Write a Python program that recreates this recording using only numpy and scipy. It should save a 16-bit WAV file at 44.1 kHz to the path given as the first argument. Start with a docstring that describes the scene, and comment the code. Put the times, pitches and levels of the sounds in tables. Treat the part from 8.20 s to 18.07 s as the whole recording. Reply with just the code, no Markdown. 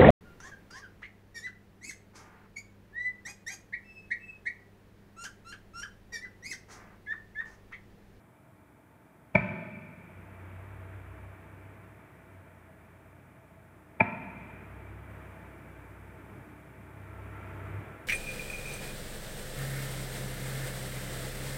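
"""A bare, echoing lab, one microphone near a glass test tube; still air, faint hiss, traffic outside.
At 1.2 s hydrogen is lit at the tube's mouth: the flame runs down it, sets its air column singing for
a few milliseconds and leaves a ring in the room. A vehicle passes beyond the walls, its engine droning.
At 5.8 s comes a second, duller pop. More muffled traffic follows, the background noise steps up
slightly at 6.9 s, and a hollow tone swells near 9.3 s as the engine pulls again."""
import sys
import numpy as np
from scipy import signal
from scipy.fft import rfft, irfft, next_fast_len
from scipy.io import wavfile

SR = 44100
rng = np.random.default_rng(int(sys.argv[2]) if len(sys.argv) > 2 else 0)


def put_to_file(sound):
    """Save the sound as 16-bit audio at rate SR, in the file named by the first command-line argument."""
    columns = np.atleast_2d(sound).T  # one column per channel
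    safe = np.clip(columns, -1, 1)
    whole_steps = np.round(safe * 32767)
    wavfile.write(sys.argv[1], SR, whole_steps.astype(np.int16))


N = 435266
TIME = np.arange(N) / SR

# ignitions: at_s, level_db, flame_db, brightness_db, thump_lag_s, tube_tuning_ratio, room_db
IGNITIONS = [(1.1538, 2, -26, 5, 0.00021, .995, -6.5), (5.8060, 2.5, -23.5, -6, 0.0043, 1.003, -8.5)]
# low thump of the expanding gas: untuned_pitch_hz, first_pop_db, second_pop_db, swell_s, fade_s
THUMP_MODES = [(62, -32, -51, .003, 0.0092), (109, -20, -23.5, 0.0028, 0.012),
               (188, -13, -19, 0.0013, 0.0059), (259, -40, -24, 0.0017, 0.01)]
# air column of the tube: untuned_pitch_hz, first_pop_db, second_pop_db, swell_s, fade_s
TUBE_MODES = [(368, -26, -27, 0.00074, 0.0075), (439, -41, -24.5, 0.0025, 0.0041),
              (621, -12.5, -18, 0.0018, 0.0049), (693, -24, -22, 0.0017, 0.01),
              (881.5, -24, -16, 0.0022, 0.0075), (975, -23, -26, 0.0021, 0.0064),
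              (1304, -36, -33, 0.0018, 0.012), (1488, -30.5, -32, .001, 0.0053),
              (1683, -50, -25, .001, 0.0081), (1792, -30, -51, 0.0018, 0.015),
              (1910, -50.5, -34, .001, 0.0063), (2092, -26.5, -28, 0.0012, 0.011),
              (2213, -19, -36, 0.00037, 0.0065), (2349, -10.5, -8, 0.00095, 0.0035),
              (2660, -45, -38, 0.00094, 0.0046), (3390, -44, -50.5, 0.00094, .004),
              (4490, -48.5, -79, .0008, 0.003)]
# turbulent flame: frequency_hz, relative_db
FLAME_SPECTRUM = [(30, -19.5), (150, -3), (500, -7), (800, -4.5), (1150, -7.5), (1800, -4.5), (2350, 1.5),
                  (2650, -5.5), (3050, -21), (3600, -23), (4100, -31.5), (4700, -32), (6000, -41),
                  (8500, -43.5), (14000, -65)]
# time the lab's echo takes to fall 60 dB: frequency_hz, decay_s
LAB_DECAY = [(60, 0.47), (170, 2.62), (600, 1.4), (2300, 1.72), (4500, 1.7), (10000, 1.5)]
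# strength of the lab's echo: frequency_hz, relative_db
LAB_ECHO_SPECTRUM = [(50, 1.5), (85, -1), (125, 4), (185, 2.5), (300, 4), (600, -3), (900, -2), (1300, 1.5),
                     (2300, -3.5), (4500, -4.5), (8000, -9)]
# vehicles passing outside: nearest_s, approach_s, retreat_s, rumble_db, tyres_db
VEHICLE_PASSES = [(2.5, 0.69, 0.98, -55.5, -54.5), (6.41, 0.42, 1.0, -54.5, -54.5),
                  (8.15, 0.16, .15, -54.5, -63), (9.55, 0.54, 0.21, -50, -51.5)]
# traffic rumble from indoors: frequency_hz, relative_db
RUMBLE_SPECTRUM = [(20, -18.5), (45, -25), (80, -5), (135, 6.5), (190, 1.5), (250, -4.5), (330, 0.5),
                   (420, -2.5), (520, -17), (900, -46)]
# tyre noise from indoors: frequency_hz, relative_db
TYRE_SPECTRUM = [(200, -15), (480, 0.5), (700, -3), (1100, -0.5), (1500, 0.5), (2000, -2.5), (2450, -6),
                 (2650, -10.5), (2950, -16.5), (3500, -20), (4000, -30), (5000, -41.5), (12000, -38.5)]
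# an engine pulling harder: peak_s, build_s, ease_s, boom_db, drone_db
ENGINE_SURGES = [(2.48, .42, .55, -57, -48), (3.04, 0.24, .04, -51.5, -60), (6.65, 0.45, 0.48, -52, -50),
                 (7.83, .12, .12, -54.5, -55.5), (9.17, 0.38, .04, -51, -48),
                 (9.6, 0.33, 0.082, -51, -44.5)]
# engine speed: time_s, rotation_hz
ENGINE_ROTATION = [(0, 33), (2.4, 31), (3.8, 33.3), (4.6, 30.3), (5.8, 30), (6.8, 33.5), (7.7, 31.5),
                   (9.0, 33.4), (9.87, 32.5)]
# still room air: frequency_hz, relative_db
AIR_SPECTRUM = [(20, -28), (42, -19), (65, -7), (110, 1.5), (170, -0.5), (300, -5.5), (500, -12),
                (900, -14), (1500, -15.5), (2400, -22), (2800, -31), (3500, -31), (4300, -41),
                (9000, -46.5)]
# resonances that colour traffic and room air: centre_hz, width_hz, gain_db
HOLLOW_RESONANCES = [(301.2, 15, 6), (650, 66, 9.5), (883, 41, 7.5), (2327, 91, 6), (3500, 200, -1)]
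# high hiss: frequency_hz, relative_db
HISS_SPECTRUM = [(2500, -27), (4500, -9), (6500, -6), (8500, -.5), (10500, 0), (13000, -1.5), (15500, -1.5)]


def hydrogen_pops(thump_tuning=0.99, roar_db=9.0):
    """Near the microphone: each ignition is a thump, a brief whistle of the tube and a puff of flame."""
    out = np.zeros(N)
    for pop, (at_s, level_db, flame_db, bright_db, lag_s, tuning, room_db) in enumerate(IGNITIONS):
        burning = np.abs(TIME - at_s) < .15
        t = TIME[burning] - at_s
        tones, puff = np.zeros((2, N))
        puff[burning] = from_db(flame_db) * flame(bright_db)[burning] * flare(t, 0.0026, 0.0037)
        thump = gas_modes(t - lag_s, THUMP_MODES, pop, thump_tuning)
        whistle = gas_modes(t, TUBE_MODES, pop, tuning)
        tones[burning] = thump + whistle
        # the jet of flame throws its noise out into the room, so the echo is rougher than the pop
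        echo = lab_echo(tones + from_db(roar_db) * puff)
        out += from_db(level_db) * (tones + puff + from_db(room_db) * echo)
    return out


def gas_modes(t, modes, pop, tuning):
    """Modes driven by the flame; each mixture of gas and air favours different ones."""
    out = 0
    for k, (hz, *levels_db, swell_s, fade_s) in enumerate(modes):
        tone = np.cos(2 * np.pi * hz * tuning * t + np.pi * k)
        out += from_db(levels_db[pop]) * flare(t, swell_s, fade_s) * tone
    return out


def flame(bright_db, shelf_hz=3600):
    """Noise of turbulent burning, its treble raised or lowered."""
    return noise([(hz, db + bright_db / (1 + (shelf_hz / hz) ** 4)) for hz, db in FLAME_SPECTRUM])


def flare(t, swell_s, fade_s):
    """Grows exponentially while the flame feeds it, dies away once the gas is spent."""
    return np.exp(-np.logaddexp(-t / swell_s, t / fade_s))


def lab_echo(source, delay_s=0.0049, early_db=7.0, early_s=0.024):
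    """Diffuse echoes die band by band; the nearest walls give a stronger start."""
    t = TIME[:2 * SR]
    hz = np.fft.rfftfreq(len(t), 1 / SR)
    white = rfft(rng.standard_normal(len(t)))
    centres_hz = 50 * 2 ** (np.arange(18) / 2)  # half-octave bands
    echo = 0
    for centre, only_this_band in zip(centres_hz, np.eye(len(centres_hz))):
        passband = at_hz(np.c_[centres_hz, only_this_band], hz)
        tail = irfft(white * passband) * np.exp(-np.log(1000) * t / at_hz(LAB_DECAY, centre))
        strength = from_db(at_hz(LAB_ECHO_SPECTRUM, centre)) * np.sqrt(np.mean(passband ** 2))
        echo += strength * tail / np.linalg.norm(tail)
    onset = np.clip(t / delay_s - 1, 0, 1)
    near_walls = from_db(early_db * np.exp(-t / early_s))
    return signal.fftconvolve(source, echo * onset * near_walls)[:N]


def traffic(rumble_gain, tyre_gain):
    """Vehicles outside: rumble and tyre noise that come through the walls."""
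    rumble = rumble_gain * noise(RUMBLE_SPECTRUM, HOLLOW_RESONANCES)
    tyres = tyre_gain * noise(TYRE_SPECTRUM, HOLLOW_RESONANCES)
    return rumble + tyres


def engine(distant_db=-76):
    """An engine's second and third orders come through the walls and swell when it pulls."""
    rotation_hz = np.interp(TIME, *np.transpose(ENGINE_ROTATION))
    boom_gain, drone_gain = np.hypot(swells(ENGINE_SURGES), from_db(distant_db))
    exhaust_boom = boom_gain * engine_order(2 * rotation_hz, wander_hz=1.77, flutter_db=2.0)
    drone = drone_gain * engine_order(3 * rotation_hz, wander_hz=1.8, flutter_db=2.5)
    return exhaust_boom + drone


def engine_order(hz, wander_hz, flutter_db):
    """One harmonic of the engine's rotation, unsteady in pitch and strength."""
    phase = 2 * np.pi * np.cumsum(hz + wander_hz * drift(rate_hz=4.6)) / SR
    return unit_rms(np.sin(phase) * from_db(flutter_db * drift(rate_hz=5.3)))


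def passing(at_s, approach_s, retreat_s):
    """Comes up in a bell curve, then falls off as one over the distance."""
    t = TIME - at_s
    return np.where(t < 0, np.exp(-.5 * (t / approach_s) ** 2), 1 / np.hypot(1, t / retreat_s))


def swells(events):
    """One gain curve for each level column; events that overlap add in power."""
    return np.sqrt(sum(np.outer(from_db(levels_db), passing(at_s, approach_s, retreat_s)) ** 2
                       for at_s, approach_s, retreat_s, *levels_db in events))


def hollow_tone(hz=1342, width_hz=60):
    """Background noise caught in one narrow resonance; it swells once."""
    band = signal.butter(2, [hz - width_hz / 2, hz + width_hz / 2], "band", fs=SR, output="sos")
    swell = from_db(-58.5) * passing(at_s=9.28, approach_s=.27, retreat_s=0.25)
    return swell * unit_rms(signal.sosfilt(band, rng.standard_normal(N)))


def room_air():
    """Room tone: the low, hollow noise of still air around the microphone."""
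    return from_db(-58) * noise(AIR_SPECTRUM, HOLLOW_RESONANCES)


def hiss(tyre_gain, knee_db=-66.5, share=0.27):
    """A faint high hiss that follows a share of the tyre noise's rise above the knee."""
    rise = np.hypot(1, tyre_gain / from_db(knee_db)) ** share
    return from_db(-76) * rise * noise(HISS_SPECTRUM)


def noise(spectrum, resonances=()):
    """Unit-power noise with a smooth spectrum and resonant bumps."""
    size = next_fast_len(N)
    hz = np.fft.rfftfreq(size, 1 / SR)
    bumps_db = sum(db / (1 + (2 * (hz - centre) / width) ** 2) for centre, width, db in resonances)
    colour = from_db(at_hz(spectrum, hz) + bumps_db)
    return unit_rms(irfft(rfft(rng.standard_normal(size)) * colour, size)[:N])


def drift(rate_hz, hop=40):
    """Slow random wander with a spread of 1."""
    pole = np.exp(-2 * np.pi * rate_hz * hop / SR)
    white = rng.standard_normal(N // hop + 2002)
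    slow = signal.lfilter([1], [1, -2 * pole, pole * pole], white)[2000:]  # once the filter has settled
    return np.interp(np.arange(N) / hop, np.arange(len(slow)), unit_rms(slow))


def at_hz(points, hz):
    """Read a curve on a log-frequency axis."""
    points_hz, values = np.transpose(points)
    return np.interp(np.log(np.maximum(hz, 1)), np.log(points_hz), values)


def from_db(db):
    """Decibels to gain."""
    return 10 ** (np.asarray(db) / 20)


def unit_rms(x):
    """Scale to unit power."""
    return x / np.sqrt(np.mean(x ** 2) + 1e-20)


def scene(step_s=6.88, step_db=2, rise_s=0.027):
    """Close pops over a distant engine and background noise that steps up once and stays there."""
    rumble_gain, tyre_gain = swells(VEHICLE_PASSES)
    step = from_db(step_db * np.clip((TIME - step_s) / rise_s, 0, 1))
    background = traffic(rumble_gain, tyre_gain) + hollow_tone() + room_air() + hiss(tyre_gain)
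    return (hydrogen_pops() + engine() + step * background)[None]


def record(dry, cutoff_hz=15550):
    """One microphone channel, the top cut steeply."""
    return signal.sosfilt(signal.ellip(12, .1, 70, cutoff_hz, fs=SR, output="sos"), dry)


dry = scene()
out = record(dry)
put_to_file(out)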